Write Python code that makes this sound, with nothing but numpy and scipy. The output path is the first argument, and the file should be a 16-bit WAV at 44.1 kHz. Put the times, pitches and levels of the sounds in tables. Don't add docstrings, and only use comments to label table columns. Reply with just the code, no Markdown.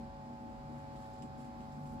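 import sys
import numpy as np
from scipy import signal
from scipy.fft import rfft, irfft
from scipy.io import wavfile
from scipy.ndimage import uniform_filter1d

SR = 44100
rng = np.random.default_rng(int(sys.argv[2]) if len(sys.argv) > 2 else 0)


def natural_amplitude(level_db):
    exponent = np.asarray(level_db, float) / 20
    return 10 ** exponent


def dump(signal):
    limited = np.clip(np.atleast_2d(signal).T, -1, 1)
    pcm = np.round(limited * 32767).astype(np.int16)
    wavfile.write(sys.argv[1], SR, pcm)


N = 88200
T = np.arange(N) / SR
HZ = np.fft.rfftfreq(N, 1 / SR)
SHAFT_HZ = 47.4

# time in seconds, level in dB (only its swing about the mean is used).
DRAUGHT = [(0.0, -47.5), (0.11, -63.5), (0.33, -51.5), (0.38, -61.5), (0.43, -51), (0.67, -59),
           (0.69, -49.5), (0.76, -51), (0.8, -58.5), (1.0, -53), (1.02, -59.5), (1.19, -56.5), (1.25, -45),
           (1.28, -56.5), (1.48, -51.5), (1.53, -57), (1.61, -53), (1.71, -56.5), (1.8, -50), (1.88, -55.5),
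           (1.93, -45.5), (2.0, -51.5)]
# time in seconds, level in dB (only its swing is used).
RUMBLE = [(0, -61.5), (.09, -51.5), (.2, -60.5), (.44, -62.5), (.56, -54.5), (.75, -60.5), (1.8, -62),
          (1.92, -53)]


def level(x, db):
    return x * natural_amplitude(db) / np.sqrt(np.mean(x ** 2))


def table(points, hz):
    p = np.array(points, float)
    return np.interp(np.log(hz + 1e-9), np.log(p[:, 0]), p[:, 1])


def curve(points):
    p = np.array(points, float)
    return np.interp(T, p[:, 0], p[:, 1])


def swing(points):
    db = curve(points)
    return db - db.mean()


def ring(x, hz, width_hz):
    return signal.lfilter(*signal.iirpeak(hz, hz / width_hz, fs=SR), x)


def walk(rate):
    k = int(SR / rate)
    held = np.repeat(rng.standard_normal(N // k + 4), k)
    slewed = uniform_filter1d(uniform_filter1d(held, k), k)
    return 1.3 * slewed[k:k + N]


def ports(x, pan_db, lead):
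    z = signal.hilbert(x)
    left = natural_amplitude(pan_db / 2) * (z * np.exp(-.5j * lead)).real
    right = natural_amplitude(-pan_db / 2) * (z * np.exp(.5j * lead)).real
    return np.array([left, right])


def hum(hz, db, waver_hz, waver_db):
    gain = natural_amplitude(db + waver_db * walk(5.83))
    turns = np.cumsum(hz + waver_hz * walk(2.94)) / SR + rng.random()
    return gain * np.sin(2 * np.pi * turns)


def motor():
    # mains multiple, level in dB, left-over-right pan in dB, right port's phase lead in radians.
    slot_tones = [(0, -65, -10, 0.76), (2, -54.5, -4.5, 1.18), (4, -51.5, 0.5, 1.42)]
    tone_pitches = [555.4, 1263.5, 1392.2, 1553.7]
    # level in dB, left-over-right pan in dB, right port's phase lead in radians.
    other_tones = [(-57, 3, 0.55), (-81, 11, 0.12), (-79.5, -12.5, 1.6), (-80.5, -16.5, 2.6)]
    # shaft multiple, level in dB, left-over-right pan in dB, right port's phase lead in radians.
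    shaft_harmonics = [(1, -62.5, 1, 0.17), (3, -55, 2, 0), (5, -52, 1.5, 0.3)]
    # time in seconds, level in dB (only its swing is used).
    hum_swell = [(0.0, -60.5), (0.03, -54), (0.12, -74), (0.19, -53), (0.6, -66.5), (0.66, -48),
                 (0.72, -64), (0.75, -51.5), (1.14, -62.5), (1.24, -53), (1.46, -57.5), (1.49, -69),
                 (1.84, -48), (2.0, -61.5)]
    rotor_slots, mains_hz = 14, 49.98

    rows = [(rotor_slots * SHAFT_HZ + mains_hz * k, db, pan, lead) for k, db, pan, lead in slot_tones]
    rows += [(hz, *row) for hz, row in zip(tone_pitches, other_tones)]
    out = 0
    for hz, db, pan, lead in rows:
        out = out + ports(hum(hz, db, waver_hz=0.2, waver_db=1.17), pan, lead)
    for k, db, pan, lead in shaft_harmonics:
        swell = swing({1: RUMBLE, 3: hum_swell}.get(round(k), DRAUGHT))
        out = out + ports(hum(k * SHAFT_HZ, db + swell, waver_hz=1.5, waver_db=1.2), pan, lead)
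    return out


def roar():
    # centre in Hz, width in Hz, level in dB,
    # left-over-right pan in dB, right port's phase lead in radians.
    resonances = [(47, 17, -63.5, -0.5, -0.5), (69.1, 8.9, -63.5, 1.5, 0.16), (100.3, 14.4, -60, 0, 0.57),
                  (135.4, 22, -62.5, 3, -0.5), (207.8, 26, -58.5, -2, 0.48),
                  (249.9, 31.3, -58, -1.5, -1.46), (296.8, 13, -65, 1, -0.6), (337, 24.7, -68, -3, 0.58),
                  (408.6, 46, -71.5, -4.5, 0.2), (998.6, 30, -75.5, 15, 1.85), (1039, 14, -72, -4.5, 3.5),
                  (1104, 46, -70.5, -8, 3.5), (2462, 116, -85.5, 1, 0.5)]
    draught_share, flutter_db = .7, 1.
    evenness = .5

    swell = draught_share * swing(DRAUGHT)
    surge = swing(RUMBLE)
    out = 0
    for hz, width, db, pan, lead in resonances:
        noise = rng.standard_normal(2 * N)
        tone = ring(ring(noise, hz, 1.56 * width), hz, 1.56 * width)[N:]
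        tone = tone / (abs(signal.hilbert(tone)) + 1e-9) ** evenness
        motion_db = flutter_db * walk(5.44)
        if 120 < hz < 500:
            motion_db = motion_db + swell
        if hz < 2 * SHAFT_HZ:
            motion_db = motion_db + surge
        out = out + ports(level(tone, db) * natural_amplitude(motion_db), pan, lead)
    return out


def air():
    # frequency in Hz, relative density in dB per Hz.
    rush_spectrum = [(20, -30), (40, -5), (230, -8.5), (330, -13.5), (600, -12), (1000, -13), (1200, -16),
                     (1750, -20), (2600, -27), (3200, -29), (5100, -28.5), (5700, -36), (7800, -36),
                     (8500, -42), (10200, -43), (12500, -45), (15700, -48.5)]
    # frequency in Hz, likeness from 0 to 1.
    likeness = [(30, 0.7), (60, 0.72), (300, 0.89), (600, 1), (1000, 0.78), (1600, 0.43), (3000, 0),
                (9000, 0.28)]
    flicker_db, port_lead_s = .8, 0.000253

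    a, b = rfft(rng.standard_normal((2, N)))
    alike = np.clip(table(likeness, HZ), 0, .99)
    right = (alike * a + np.sqrt(1 - alike ** 2) * b) * np.exp(2j * np.pi * HZ * port_lead_s)
    pair = np.array([a, right]) * natural_amplitude(table(rush_spectrum, HZ))
    out, common = 0, walk(4.95)
    for centre in np.arange(9, 29) / 2:
        share = np.clip(1 - 2 * abs(np.log2(HZ + 1e-9) - centre), 0, 1)
        flicker = flicker_db * (0.69 * common + walk(10.62))
        out = out + irfft(pair * share, N) * natural_amplitude(flicker)
    return level(out, -58)


def scrape_force(scrape):
    grit_per_s, grit_spread_db, smear_s, scrape_gain_db = 2000, 2., 0.0031, 1
    grains = (rng.random(N) < grit_per_s / SR) * natural_amplitude(grit_spread_db * rng.exponential(size=N))
    power = signal.lfilter([1], [1, -np.exp(-1 / (smear_s * SR))], grains ** 2)
    fade_in = np.clip((T - scrape[0][0]) / .05, 0, 1)
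    return natural_amplitude(scrape_gain_db + curve(scrape)) * fade_in * level(power ** .5, 0)


def rod():
    # time in seconds, level in dB ahead of the scrape gain.
    scrape = [(0.72, -101), (0.784, -74), (0.834, -95), (0.98, -73.5), (1.06, -74.5), (1.102, -77),
              (1.194, -81), (1.212, -99), (1.224, -77), (1.302, -97), (1.404, -76.5), (1.48, -78),
              (1.498, -89), (1.62, -79), (1.772, -79.5), (1.926, -71.5), (1.98, -80)]
    ring_pitches = [2900, 5100, 6700, 7460, 8100, 9300, 10780, 12000]
    # width in Hz, gain in dB.
    rings = [(920, 1), (800, 2.5), (400, -2), (300, 3), (200, -5), (400, -5.5), (250, -3.5), (4000, -3)]
    # start in seconds, driving level in dB at 7500 Hz,
    # left-over-right pan in dB, brightness in dB per octave.
    ticks = [(.787, -79.5, 0, -2), (.957, -80, -10, -8), (1.02, -78, -5, -4), (1.132, -74, -2, 1),
             (1.183, -75.5, -6, -3), (1.221, -66.5, -2, -5.5), (1.378, -77, -2, 6), (1.394, -80, -4, 4),
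             (1.404, -80, -5, -8), (1.445, -77, -2, -5), (1.605, -76, 0, -9), (1.72, -78, -6, -5),
             (1.857, -75, 2, -6)]
    # frequency in Hz, relative level in dB.
    rustle_spectrum = [(1200, -19), (2500, -7.5), (5000, -6), (8000, -7), (12000, -13), (15600, -15)]
    rustle_db, rub_ring_db, scrape_pan_db = -1.5, -15, -6
    tick_t60_s, ring_turns = .06, 40

    rubbing = scrape_force(scrape)
    sides = np.array([[.5], [-.5]])
    noise = rng.standard_normal((2, N))
    rustle = irfft(rfft(rng.standard_normal((2, N))) * natural_amplitude(table(rustle_spectrum, HZ)), N)
    out = rubbing * level(rustle, rustle_db)
    for hz, (width, ring_db) in zip(ring_pitches, rings):
        force = rubbing * natural_amplitude(rub_ring_db + scrape_pan_db * sides)
        t60 = tick_t60_s + ring_turns / width
        for s, db, pan, bright_db in ticks:
            tail = (T >= s) * np.exp(-np.log(1000) * np.clip(T - s, 0, None) / t60)
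            force = force + natural_amplitude(db + bright_db * np.log2(hz / 7500) + pan * sides) * tail
        ringing = ring(ring(force * noise, hz, 1.8 * width), hz, 1.8 * width)
        out = out + natural_amplitude(ring_db) * np.sqrt(SR / width / 8) * ringing
    return out


def crack():
    start_s, decay_s, drive_db = 1.932, .002, -61
    centre_hz, width_hz = 11800, 3500
    decay = (T >= start_s) * np.exp(-np.clip(T - start_s, 0, None) / decay_s)
    burst = decay * rng.standard_normal(N)
    return natural_amplitude(drive_db) * ring(ring(burst, centre_hz, width_hz), centre_hz, width_hz)


def scene():
    return motor() + roar() + air() + rod() + crack()


def roll_off(x):
    return signal.sosfilt(signal.butter(12, 15600, fs=SR, output="sos"), x)


def record(dry):
    # frequency in Hz, left-over-right level in dB.
    port_balance = [(60, -0.5), (400, 0.5), (1300, 0.5), (2400, -1.5), (4400, -1), (7500, -6), (9500, 6),
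                    (12000, 3), (15000, -0.5)]
    balance = natural_amplitude(table(port_balance, HZ) * np.array([[.5], [-.5]]))
    x = irfft(rfft(dry) * balance, N)
    low_cut = signal.butter(2, 17.4, "high", fs=SR, output="sos")
    mix = signal.sosfilt(low_cut, x)
    return roll_off(mix)


dry = scene()
out = record(dry)
dump(out)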